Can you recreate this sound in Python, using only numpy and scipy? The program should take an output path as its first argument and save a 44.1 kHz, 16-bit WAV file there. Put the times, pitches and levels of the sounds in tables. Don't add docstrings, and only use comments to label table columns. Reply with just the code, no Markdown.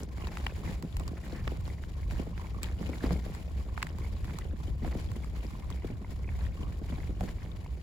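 import sys
import numpy as np
from scipy import signal
from scipy.fft import rfft, irfft
from scipy.io import wavfile
from scipy.ndimage import uniform_filter1d

SR = 44100
rng = np.random.default_rng(int(sys.argv[2]) if len(sys.argv) > 2 else 0)


def dump_mix(stems):
    frames = np.atleast_2d(stems).T
    limited = np.clip(frames, -1, 1)
    pcm = np.round(limited * 32767).astype(np.int16)
    wavfile.write(sys.argv[1], SR, pcm)


N = 344906
TIME = np.arange(N) / SR


# (time [s], crunch level [dB])
ROLLING = [(0.0, -68), (1.0, -66), (1.95, -66.5), (3.2, -65), (4.55, -68), (6.0, -69), (6.7, -65.5),
           (7.75, -68.5)]
# (time [s], length [s], crunch [dB], patter re crunch [dB])
GRIT_PATCHES = [(0.0, 0.021, -56.5, -26), (0.181, 0.11, -58.5, 4), (0.332, 0.273, -60.5, 2),
                (0.651, 0.092, -57, 1), (1, 0.092, -65, 1), (1.254, 0.14, -60.5, 3.5),
                (1.444, 0.12, -63.5, 4.5), (1.666, 0.049, -61.5, -3), (2.111, 0.1, -58.5, 1.5),
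                (2.378, 0.086, -66, 7), (2.632, 0.071, -61.5, 6), (2.803, 0.24, -59.5, 2.5),
                (3.04, 0.023, -54.5, -4), (3.098, 0.068, -57.5, -15), (3.263, 0.14, -62.5, 2),
                (3.566, 0.032, -63, 4.5), (3.778, 0.13, -62.5, 3.5), (4.007, 0.2, -66, -5),
                (4.256, 0.19, -62.5, 3.5), (4.601, 0.1, -64.5, -28), (4.844, 0.054, -59.5, 3),
                (4.915, 0.081, -61, 2), (5.015, 0.26, -63, -16), (5.349, 0.29, -64, 2.5),
                (5.712, 0.039, -62.5, -4), (5.848, 0.064, -66.5, 5), (6.113, 0.011, -61, -36),
                (6.294, 0.032, -66, 1), (6.4, 0.06, -65, 7.5), (6.894, 0.18, -64, 4),
                (7.22, 0.093, -61, -7), (7.427, 0.028, -64, 4.5)]
def treading(attack_s=0.031, release_s=0.037, sag_db_per_s=15, patter_rest_db=-69):
    crunch_power = gain_curve(ROLLING) ** 2
    patter_power = from_db(patter_rest_db) ** 2
    for start, length, level_db, patter_db in GRIT_PATCHES:
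        press = swell(start, length, attack_s, release_s)
        on = press > 0
        press[on] *= from_db(level_db - sag_db_per_s * (TIME[on] - start))
        crunch_power += press ** 2
        patter_power += (from_db(patter_db) * press) ** 2
    return np.sqrt(crunch_power), np.sqrt(patter_power)


# (frequency [Hz], level [dB])
GRIT_SPECTRUM = [(250, -14), (600, 1), (1000, 3.5), (1300, -5), (1900, 0), (2700, -3.5), (3500, -5),
                 (4800, -6), (6000, -11.5), (7200, -17), (10000, -57)]
# (frequency [Hz], level [dB])
SAND_SPECTRUM = [(1000, -8), (5000, -25), (6300, -8.5), (7000, -3), (8200, -9), (10500, -5.5),
                 (13000, -10.5), (16000, -11)]
def grit(crunch, coarse_db=4.5, sand_db=-2.0, clump_db=3.0):
    clumps = from_db(clump_db * drift(110))
    mid, side = [scatter(grains(per_s=1500, spread_db=0.5), t60=0.011) for _ in range(2)]
    coarse = pan(colour(stereo(mid, side, side_db=-1.5), GRIT_SPECTRUM), left_db=3.5)
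    diffuse = from_db(-14) * rng.standard_normal((2, N))
    sand = colour(from_right(grains(per_s=8000, spread_db=4.5)) + diffuse, SAND_SPECTRUM)
    return clumps * crunch * (from_db(coarse_db) * coarse + from_db(sand_db) * sand)


def pebbles(patter, level_db=-2.0, per_s=44, spread_db=1.5, low_hz=1500, high_hz=2900, pitches=7):
    pop_chance = per_s * np.sqrt(patter / patter.mean()) / SR
    hits = rng.random(N) < pop_chance
    pops = hits * from_db(spread_db * rng.standard_normal(N)) * patter / np.sqrt(pop_chance)
    pitch_index = rng.integers(0, pitches, N)
    out = np.zeros((2, N))
    for k, hz in enumerate(np.geomspace(low_hz, high_hz, pitches)):
        ringing = convolve(pops * (pitch_index == k), energy_one(soft_ring(hz, width_hz=400)))
        out += from_right(ringing, bearing=(.9, .3, .7)[k % 3])
    return from_db(level_db) * pan(out, left_db=2.5)


# (time [s], level [dB], pitch [Hz])
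STONE_TICKS = [(0.0333, -33, 7600), (0.2714, -36, 3940), (0.372, -37, 6900), (0.3915, -48, 3100),
               (0.4674, -24, 2880), (0.9265, -45, 3450), (0.9672, -37, 2640), (1.0788, -37, 5450),
               (1.3237, -38, 4200), (1.477, -32, 2720), (1.6545, -43, 4200), (2.6312, -33, 4950),
               (2.6433, -31, 2950), (2.659, -40, 3880), (2.8042, -52, 4400), (2.868, -42, 2930),
               (3.0672, -38.5, 4830), (3.092, -37, 2100), (3.1302, -37.5, 5000), (4.679, -46, 3100),
               (5.062, -45, 4200), (5.0885, -47, 3320), (5.467, -45, 5030), (5.7252, -37, 3150),
               (6.4088, -46, 4250), (6.632, -42, 2950), (6.908, -46, 3400), (6.957, -49, 3920),
               (7.5165, -45.5, 3630)]
def stone_ticks(width_share=0.069):
    out = np.zeros(N)
    for start, level_db, hz in STONE_TICKS:
        contact = chattering(rng.standard_normal(512), chatter_db=-16, t60=.006)
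        crack = ring([(hz, hz / 2, 0)])
        stone = signal.fftconvolve(ring([(hz, width_share * hz, 0)]) + crack, crack)
        add(out, start, from_db(level_db) * peak_one(signal.fftconvolve(stone, contact)))
    return pan(from_right(out, bearing=0.75), left_db=8.0)


def chips(crunch, level_db=-6.5, low_hz=2520.0, high_hz=6260.0, pitches=11):
    ticks = grains(per_s=100, spread_db=2.3) * crunch
    pitch_index = rng.integers(0, pitches, N)
    out = np.zeros((1, N))
    for k, hz in enumerate(np.geomspace(low_hz, high_hz, pitches)):
        chip = energy_one(soft_ring(hz, width_hz=.2 * hz))
        out += convolve(ticks * (pitch_index == k), chip) * np.sqrt(low_hz / hz)
    return from_db(level_db) * pan(out, left_db=8.5)


# (time [s], level [dB])
SCUFFS = [(0.318, -50), (1.173, -53), (1.361, -53.5), (3.038, -41), (3.104, -48), (4.862, -55), (4.92, -52),
          (6.39, -57), (7.283, -49.5)]
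# (frequency [Hz], level [dB])
SCUFF_SPECTRUM = [(250, -2), (700, 15), (1100, 6.5), (1900, 7), (2700, -0.5), (5000, -10), (10000, -32)]
def scuffs(gain_db=0.5, attack_s=0.015, hold_s=0.0095, t60=0.097):
    drag = np.zeros(N)
    for start, level_db in SCUFFS:
        rise = np.clip((TIME - start) / attack_s + 1, 0, 1)
        drag += rise * from_db(level_db - 60 * np.maximum(TIME - start - hold_s, 0) / t60)
    mid, side = [grains(per_s=650, spread_db=-2.5) for _ in range(2)]
    return from_db(gain_db) * drag * colour(stereo(mid, side, side_db=-18.0), SCUFF_SPECTRUM)


# (frequency [Hz], level [dB])
SNAP_SPECTRUM = [(500, 0.96), (2500, 13), (4800, 10.4), (5900, 7.5), (7600, 15.5), (10000, 1.7),
                 (16000, 6.7)]
def cracks(crunch, level_db=-16.5):
    ticks = scatter(grains(per_s=20.0, spread_db=-7.0), t60=0.015)
    return from_db(level_db) * crunch * pan(colour(from_right(ticks), SNAP_SPECTRUM), left_db=2.0)


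# (time [s], level [dB], hardness as treble re level [dB])
BUMPS = [(0.077, -38.5, -18), (0.579, -47, -8), (0.649, -41, -12), (0.69, -33, -27), (0.836, -32, -26.5),
         (1.003, -33.5, -13), (1.11, -35, -22.5), (1.326, -36.5, -16.5), (1.473, -34.5, -9),
         (1.518, -35.5, -9), (2.194, -30.5, -18), (2.22, -40, -13), (2.269, -38.5, -15),
         (2.809, -29.5, -24.5), (2.892, -31.5, -19), (3.038, -26, -20), (3.059, -34, 0),
         (3.107, -28.5, 1.5), (3.117, -35, -11), (3.263, -36, -9), (3.479, -41, -9), (4.451, -38, -13.5),
         (4.478, -45, -10), (4.53, -37, -22), (4.678, -39, -15.5), (4.822, -30, -33.5), (4.846, -34.5, 10),
         (4.876, -36, -22), (4.949, -32, -18), (4.978, -37, -18), (5.085, -38, -49), (5.16, -31.5, -26.5),
         (5.445, -34.5, -20.5), (5.523, -38, -32), (5.844, -32, -14), (5.898, -36, -19),
         (5.914, -36.5, -20), (6.008, -36.5, -33), (6.593, -32, -31), (6.628, -38, -16),
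         (6.814, -36, -20.5), (6.92, -31.5, -28), (6.982, -38.5, -3.5), (7.092, -32.5, -23.5),
         (7.209, -30.5, 6.5), (7.248, -36, -15.5)]
def bumps(neutral_db=-10.0, echo_db=-10.5, thud_db=-19.0, thud_delay_s=0.0019):
    out = np.zeros(N)
    variations = rng.uniform((.65, .002, .8), (1.3, .012, 1.2), (len(BUMPS), 3))
    for (start, level_db, treble_db), (path, echo_s, pitch) in zip(BUMPS, variations):
        excess_db = treble_db - neutral_db
        hardness = from_db(0.1785 * excess_db)
        wave = bending_wave(top_hz=900 * pitch, bottom_hz=133.4, sweep_s=0.01239 * path / hardness,
                            tilt_db_per_octave=0.97 * excess_db)
        thud_band = signal.butter(2, [128, 484 * hardness], "band", fs=SR, output="sos")
        thud = rms_one(signal.sosfilt(thud_band, fade(rng.standard_normal(2048), t60=0.02)))
        add(out, start, from_db(level_db) * wave)
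        add(out, start + echo_s, from_db(level_db + echo_db) * wave)
        add(out, start + thud_delay_s, from_db(level_db + thud_db) * thud)
    roughness = 1 + .3 * drift(500)
    return from_right(out * roughness)


def bending_wave(top_hz, bottom_hz, sweep_s, tilt_db_per_octave):
    t = TIME[:int(sweep_s * SR)]
    hz = top_hz / (1 + (np.sqrt(top_hz / bottom_hz) - 1) * t / sweep_s) ** 2
    envelope = np.sin(np.pi * np.sqrt(t / sweep_s)) * from_db(tilt_db_per_octave * np.log2(hz / top_hz))
    return envelope / envelope.max() * np.sin(2 * np.pi * (np.cumsum(hz) / SR + rng.random()))


def axle(gain_db=-9.5, hardness_share=0.94):
    out = np.zeros(N)
    tube = soft_ring(hz=720.0, width_hz=127.0)
    for start, level_db, treble_db in BUMPS:
        add(out, start, from_db(level_db + gain_db + hardness_share * treble_db) * tube / tube.max())
    return from_right(out, bearing=.5)


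def jolting(hardness_share=0.19, t60=0.3):
    blows = np.zeros(N)
    for start, level_db, treble_db in BUMPS:
        add(blows, start, from_db([level_db + hardness_share * treble_db]) ** 2)
    retained = from_db(-60 / (t60 * SR)) ** 2
    return np.sqrt(signal.lfilter([1], [1, -retained], blows))


# (time [s], knock energy [dB], clack energy [dB], snap energy [dB])
CLICKS = [(0.27, -19, -24, -30), (0.371, -20.5, -16.5, -37), (0.4651, -10.5, -12, -21.5),
          (0.825, -29.5, -32, -23.5), (0.9681, -22, -26, -19.5), (0.9975, -27, -48, -24),
          (1.0788, -24, -33, -22.5), (1.477, -16, -17.5, -28), (1.6777, -24.5, -46, -30),
          (1.837, -33, -27, -56), (2.11, -26, -23.5, -36), (2.3781, -30, -27, -49.5),
          (2.6312, -21.5, -25, -10.5), (2.638, -30, -31, -22), (3.0622, -24, -29, -28),
          (3.1069, -22, -20, -50), (3.349, -22.5, -27.5, -26.5), (3.7767, -14, -16, -46),
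          (3.8192, -34, -19, -37), (3.8274, -9, -7.5, -14.5), (3.8683, -22, -20.5, -30),
          (3.985, -27, -33, -28.5), (4.244, -31, -30, -31), (4.3867, -23, -67, -20),
          (4.8476, -37, -24, -48), (5.116, -26.5, -31, -27.5), (5.2442, -26, -34, -32),
          (5.702, -22, -35, -25), (7.2076, -28, -33, -54)]
# (frequency [Hz], width [Hz], level [dB])
KNOCK_MODES = [(770, 240, 2), (1070, 240, 9), (1340, 350, 0)]
# (frequency [Hz], width [Hz], level [dB])
CLACK_MODES = [(1560, 330, 4), (1950, 400, 6), (2750, 600, -3), (3750, 700, -8), (5360, 920, -16)]
def clicks(chatter_t60=.014, detune_db=0.5):
    joints, snaps = np.zeros((2, 2, N))
    for start, knock_db, clack_db, snap_db in CLICKS:
        noise = stereo(*rng.standard_normal((2, 1024)), side_db=1.0)
        contact = chattering(noise, chatter_db=-15.5, t60=chatter_t60)
        snap = chattering(noise, chatter_db=19.0, t60=chatter_t60)
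        detune = from_db(detune_db * rng.uniform(-1, 1))
        for modes, energy_db in ((KNOCK_MODES, knock_db), (CLACK_MODES, clack_db)):
            ringing = convolve(contact, ring(modes, detune))
            add(joints, start, from_db(energy_db) * ringing / np.linalg.norm(ringing[0]))
        add(snaps, start, from_db(snap_db) * snap / np.linalg.norm(snap[0]))
    return pan(joints + colour(snaps, SNAP_SPECTRUM), left_db=-0.5)


# (frequency [Hz], width [Hz], level [dB])
RATTLE_MODES = [(950, 156, 13.5), (1860, 340, 1), (2017, 270, 8.5), (2620, 2700, -2)]
def rattle(patter, level_db=-3.0, detune_db=1.26, bearings=(.3, .9, .5, .8)):
    out = np.zeros((2, N))
    detunes = from_db(np.linspace(-detune_db, detune_db, len(bearings)))
    hub = ring([(2000, 1500, 0)])
    for detune, bearing in zip(detunes, bearings):
        ticks = patter * grains(per_s=45, spread_db=3.0) / np.sqrt(len(bearings))
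        part = energy_one(signal.fftconvolve(ring(RATTLE_MODES, detune), hub))
        out += from_right(convolve(ticks, part), bearing)
    return from_db(level_db) * pan(out, left_db=-11.0)


# (time [s], level [dB], pitch [Hz])
PINGS = [(0.181, -48, 2190), (0.2094, -46.5, 2070), (0.3555, -48, 2040), (0.4944, -48, 2460),
         (0.6767, -47, 2060), (1.1702, -53, 2150), (1.2356, -47, 2000), (1.701, -44.5, 2080),
         (1.7822, -50, 2000), (2.031, -48, 2140), (2.468, -46, 2140), (2.686, -47, 2150),
         (2.9329, -40.5, 2100), (3.163, -47, 2230), (3.224, -53, 2120), (4.018, -48, 2170),
         (4.033, -54, 2300), (4.047, -45.5, 2230), (4.064, -49, 2170), (4.278, -52, 2450),
         (4.336, -52, 2240), (4.359, -49, 2100), (4.824, -48.5, 2060), (4.925, -43, 2070),
         (5.156, -51, 2090), (5.236, -47, 2200), (5.623, -52.5, 2210), (5.713, -46, 2130),
         (5.774, -51, 2200), (5.822, -50, 2100), (5.887, -50, 2070), (6.046, -47.5, 2130),
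         (6.243, -48, 2120), (6.275, -49, 2400), (6.29, -39.5, 2180), (6.354, -50, 2070),
         (6.722, -50, 2340), (6.924, -49, 2110), (7.003, -48, 2100), (7.032, -47, 2140), (7.384, -50, 2170),
         (7.421, -47, 2080), (7.65, -55, 2100), (7.662, -53, 2600)]
def pings(gain_db=2.0, width_hz=270.0, knock_hz=955.0):
    out = np.zeros(N)
    knock = ring([(knock_hz, width_hz / 2, 0)])
    for start, level_db, hz in PINGS:
        noise = rng.standard_normal(1024)
        part = signal.fftconvolve(ring([(hz, width_hz, 0)]), ring([(hz, 3 * width_hz, 0)]))
        ping = signal.fftconvolve(part, chattering(noise, chatter_db=-18, t60=.028))
        knock_db = -5.0 + 7.5 * noise[-1]
        add(out, start, from_db(level_db) * peak_one(ping))
        add(out, start, from_db(level_db + knock_db) * knock / knock.max())
    return from_db(gain_db) * pan(from_right(out, bearing=-0.16), left_db=-0.5)


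# (time [s], level [dB])
WHEEL_TAPS = [(0.203, -46), (0.635, -43), (0.672, -46), (1.008, -42), (2.329, -47), (2.396, -40),
              (2.414, -44), (2.446, -44.5), (2.545, -43), (2.564, -50), (2.586, -46), (2.697, -51),
              (3.687, -45), (4.601, -44.5), (5.551, -45), (5.634, -49), (5.646, -52), (6.574, -48),
              (6.613, -46), (6.634, -45), (6.652, -48), (6.668, -46), (6.689, -49)]
def wheels(wheel_hz=1080, width_hz=130, tap_gain_db=1.0, faint_db=-67.5):
    taps = np.zeros(N)
    for start, level_db in WHEEL_TAPS:
        noise = rng.standard_normal(2048)
        hz = wheel_hz * from_db(.3 * noise[-1])
        shell = signal.fftconvolve(ring([(hz, width_hz, 0)]), ring([(hz, hz / 2, 0)]))
        tap = signal.fftconvolve(shell, chattering(noise, chatter_db=-24, t60=.07))
        add(taps, start, from_db(level_db + tap_gain_db) * peak_one(tap))
    faint = rms_one(convolve(grains(per_s=60.0, spread_db=4.0), soft_ring(wheel_hz, width_hz)))
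    return pan(from_right(taps + from_db(faint_db) * faint, bearing=.8), left_db=-3.5)


# (time [s], length [s], level [dB], pitch [Hz])
CREAKS = [(0.505, 0.0074, -52, 2550), (1.349, 0.073, -59, 1820), (2.922, 0.0037, -60, 1670),
          (4.411, 0.013, -51, 1900), (6.465, 0.0029, -47.5, 1780)]
def creaks(slips_per_s=500.0, width_hz=150.0, fade_s=0.0022):
    slip_count = np.cumsum(slips_per_s * from_db(3 * drift(300))) / SR
    slips = np.diff(np.floor(slip_count), prepend=0) * from_db(2 * drift(300))
    out = np.zeros((1, N))
    for start, length, level_db, hz in CREAKS:
        joint = rms_one(convolve(slips, ring([(hz, width_hz, 0)])))
        out += from_db(level_db) * swell(start, length, fade_s, fade_s) * joint
    return from_right(out, bearing=0)


# (frequency [Hz], level [dB])
FRAME_SPECTRUM = [(60, -21.5), (120, -8.5), (165, 3.5), (240, -7), (320, -7), (500, -12.5), (750, -19),
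                  (1000, -32.5), (1500, -30), (4000, -70)]
# (frequency [Hz], width [Hz], level [dB])
BODY_MODES = [(157, 84, 11), (337, 34, -9.5)]
def frame(crunch, jolt, road_db=-49.5, jolt_db=-8, waves_db=2.0, boom_db=-2.0):
    road_shake = from_db(road_db) * (crunch / crunch.mean()) ** 0.71
    vibration = np.hypot(road_shake, from_db(jolt_db) * jolt)
    contacts = stereo(grains(per_s=260, spread_db=3.0), grains(per_s=700, spread_db=2.0), side_db=-7.5)
    hz = np.fft.rfftfreq(4096, 1 / SR)
    dispersion = irfft(np.exp(-4j * np.pi * .16 * np.sqrt(hz)))
    waves = rms_one(colour(convolve(contacts, dispersion), FRAME_SPECTRUM))
    boom = (vibration / vibration.mean()) ** 0.25 * convolve(rng.standard_normal(N), ring(BODY_MODES))
    return vibration * (from_db(waves_db) * waves + from_db(boom_db) * boom)


# (time [s], level [dB])
LURCHES = [(0.419, -27), (3.053, -28), (3.549, -24.5)]
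def lurches(sway_hz=60.5, length_s=0.049):
    out = np.zeros(N)
    t = TIME[:int(length_s * SR)]
    rocking = np.sin(np.pi * t / length_s) * np.sin(2 * np.pi * sway_hz * t)
    for start, level_db in LURCHES:
        add(out, start, from_db(level_db) * rocking)
    return out


# (time [s], level [dB])
RUMBLE_LEVELS = [(0.0, -38.5), (0.76, -37), (0.84, -47), (0.98, -34), (1.18, -39), (1.56, -35),
                 (1.68, -39.5), (2.13, -35.5), (2.24, -36), (2.44, -39.5), (2.86, -36.5), (2.94, -39.5),
                 (3.08, -33.5), (3.32, -38), (3.6, -35), (3.68, -38), (4.76, -37.5), (5.62, -39),
                 (5.74, -35), (6.04, -39), (6.3, -34.5), (6.86, -36.5), (7.02, -39.5), (7.2, -35.5),
                 (7.82, -39)]
# (frequency [Hz], level [dB])
RUMBLE_SPECTRUM = [(15, -38), (25, -12), (38, -9.5), (52, -1.5), (68, -1), (85, -7), (110, -10.5),
                   (140, -20), (200, -28), (1000, -87)]
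def rumble(jolt, gain_db=1.23, gust_db=2.5, gusts_per_s=11.0, sway_db=-8.0, steady_s=0.1094):
    mid, side = colour(rng.standard_normal((2, N)), RUMBLE_SPECTRUM)
    steady_mid = mid / np.sqrt(uniform_filter1d(mid ** 2, int(steady_s * SR)) + 1e-9)
    wind = gain_curve(RUMBLE_LEVELS) * from_db(gain_db + gust_db * drift(gusts_per_s))
    return np.hypot(wind, from_db(sway_db) * jolt) * stereo(steady_mid, side, side_db=-12.0)


def from_db(db):
    return 10 ** (np.asarray(db) / 20)


def rms_one(x):
    return x / np.sqrt(np.mean(x ** 2) + 1e-20)


def peak_one(x):
    return x / np.abs(x).max()


def energy_one(x):
    return x / np.linalg.norm(x)


def add(track, start_s, sound):
    start = max(int(start_s * SR), 0)
    track[..., start:start + sound.shape[-1]] += sound[..., :N - start]


def gain_curve(rows):
    return from_db(np.interp(TIME, *np.transpose(rows)))


def swell(start, length, attack_s, release_s):
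    return np.interp(TIME, np.cumsum([start - attack_s, attack_s, length, release_s]), [0, 1, 1, 0])


def fade(x, t60):
    return x * from_db(-60 * TIME[:x.shape[-1]] / t60)


def drift(per_s):
    knots = rng.standard_normal(4000)
    return np.interp(TIME * per_s, np.arange(len(knots)), knots)


def grains(per_s, spread_db):
    hits = rng.random(N) < per_s / SR
    sizes = from_db(spread_db * np.minimum(rng.exponential(1, N), 4))
    return rms_one(hits * sizes * rng.choice([-1, 1], N))


def chattering(noise, chatter_db, t60):
    return signal.unit_impulse(noise.shape[-1]) + from_db(chatter_db) * fade(noise, t60)


def scatter(contacts, t60):
    burst = fade(rng.standard_normal(2048), t60)
    return convolve(contacts, irfft(np.exp(1j * np.angle(rfft(burst)))))


def ring(modes, detune=1):
    t = TIME[:2048]
    response = np.zeros(len(t))
    for k, (hz, width_hz, db) in enumerate(modes):
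        envelope = from_db(db) * width_hz * np.exp(-np.pi * width_hz * t)
        response += (-1) ** k * envelope * np.sin(2 * np.pi * hz * detune * t)
    return energy_one(response)


def soft_ring(hz, width_hz):
    mode = ring([(hz, width_hz, 0)])
    return signal.fftconvolve(mode, mode)


def convolve(x, response):
    return signal.oaconvolve(np.atleast_2d(x), response[None], axes=1)[:, :N]


def colour(x, spectrum, size=8192):
    hz, db = np.transpose(spectrum)
    grid = np.maximum(np.fft.rfftfreq(size, 1 / SR), 1)
    magnitude = from_db(np.interp(np.log(grid), np.log(hz), db))
    cepstrum = irfft(np.log(magnitude))
    cepstrum[1:size // 2] *= 2
    cepstrum[size // 2 + 1:] = 0
    return convolve(x, energy_one(irfft(np.exp(rfft(cepstrum)))))


def stereo(mid, side, side_db):
    return (mid + from_db(side_db) * side * np.array([[1], [-1]])) / np.hypot(1, from_db(side_db))


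def pan(x, left_db):
    return x * from_db(np.array([[left_db], [-left_db]]) / 2)


def from_right(x, bearing=1, full_lag_s=.00027):
    x = np.ravel(x)
    return np.array([np.interp(TIME - bearing * full_lag_s, TIME, x), x])


def scene():
    crunch, patter = treading()
    jolt = jolting()
    chassis = frame(crunch, jolt) + bumps() + axle() + lurches()
    small_parts = clicks() + rattle(patter) + pings() + creaks() + wheels()
    lane = grit(crunch) + scuffs() + pebbles(patter) + stone_ticks() + chips(crunch) + cracks(crunch)
    return lane + chassis + small_parts + rumble(jolt)


def record(dry, cutoff_hz=15900):
    return signal.sosfilt(signal.ellip(10, .1, 80, cutoff_hz, fs=SR, output="sos"), dry)


dry = scene()
out = record(dry)
dump_mix(out)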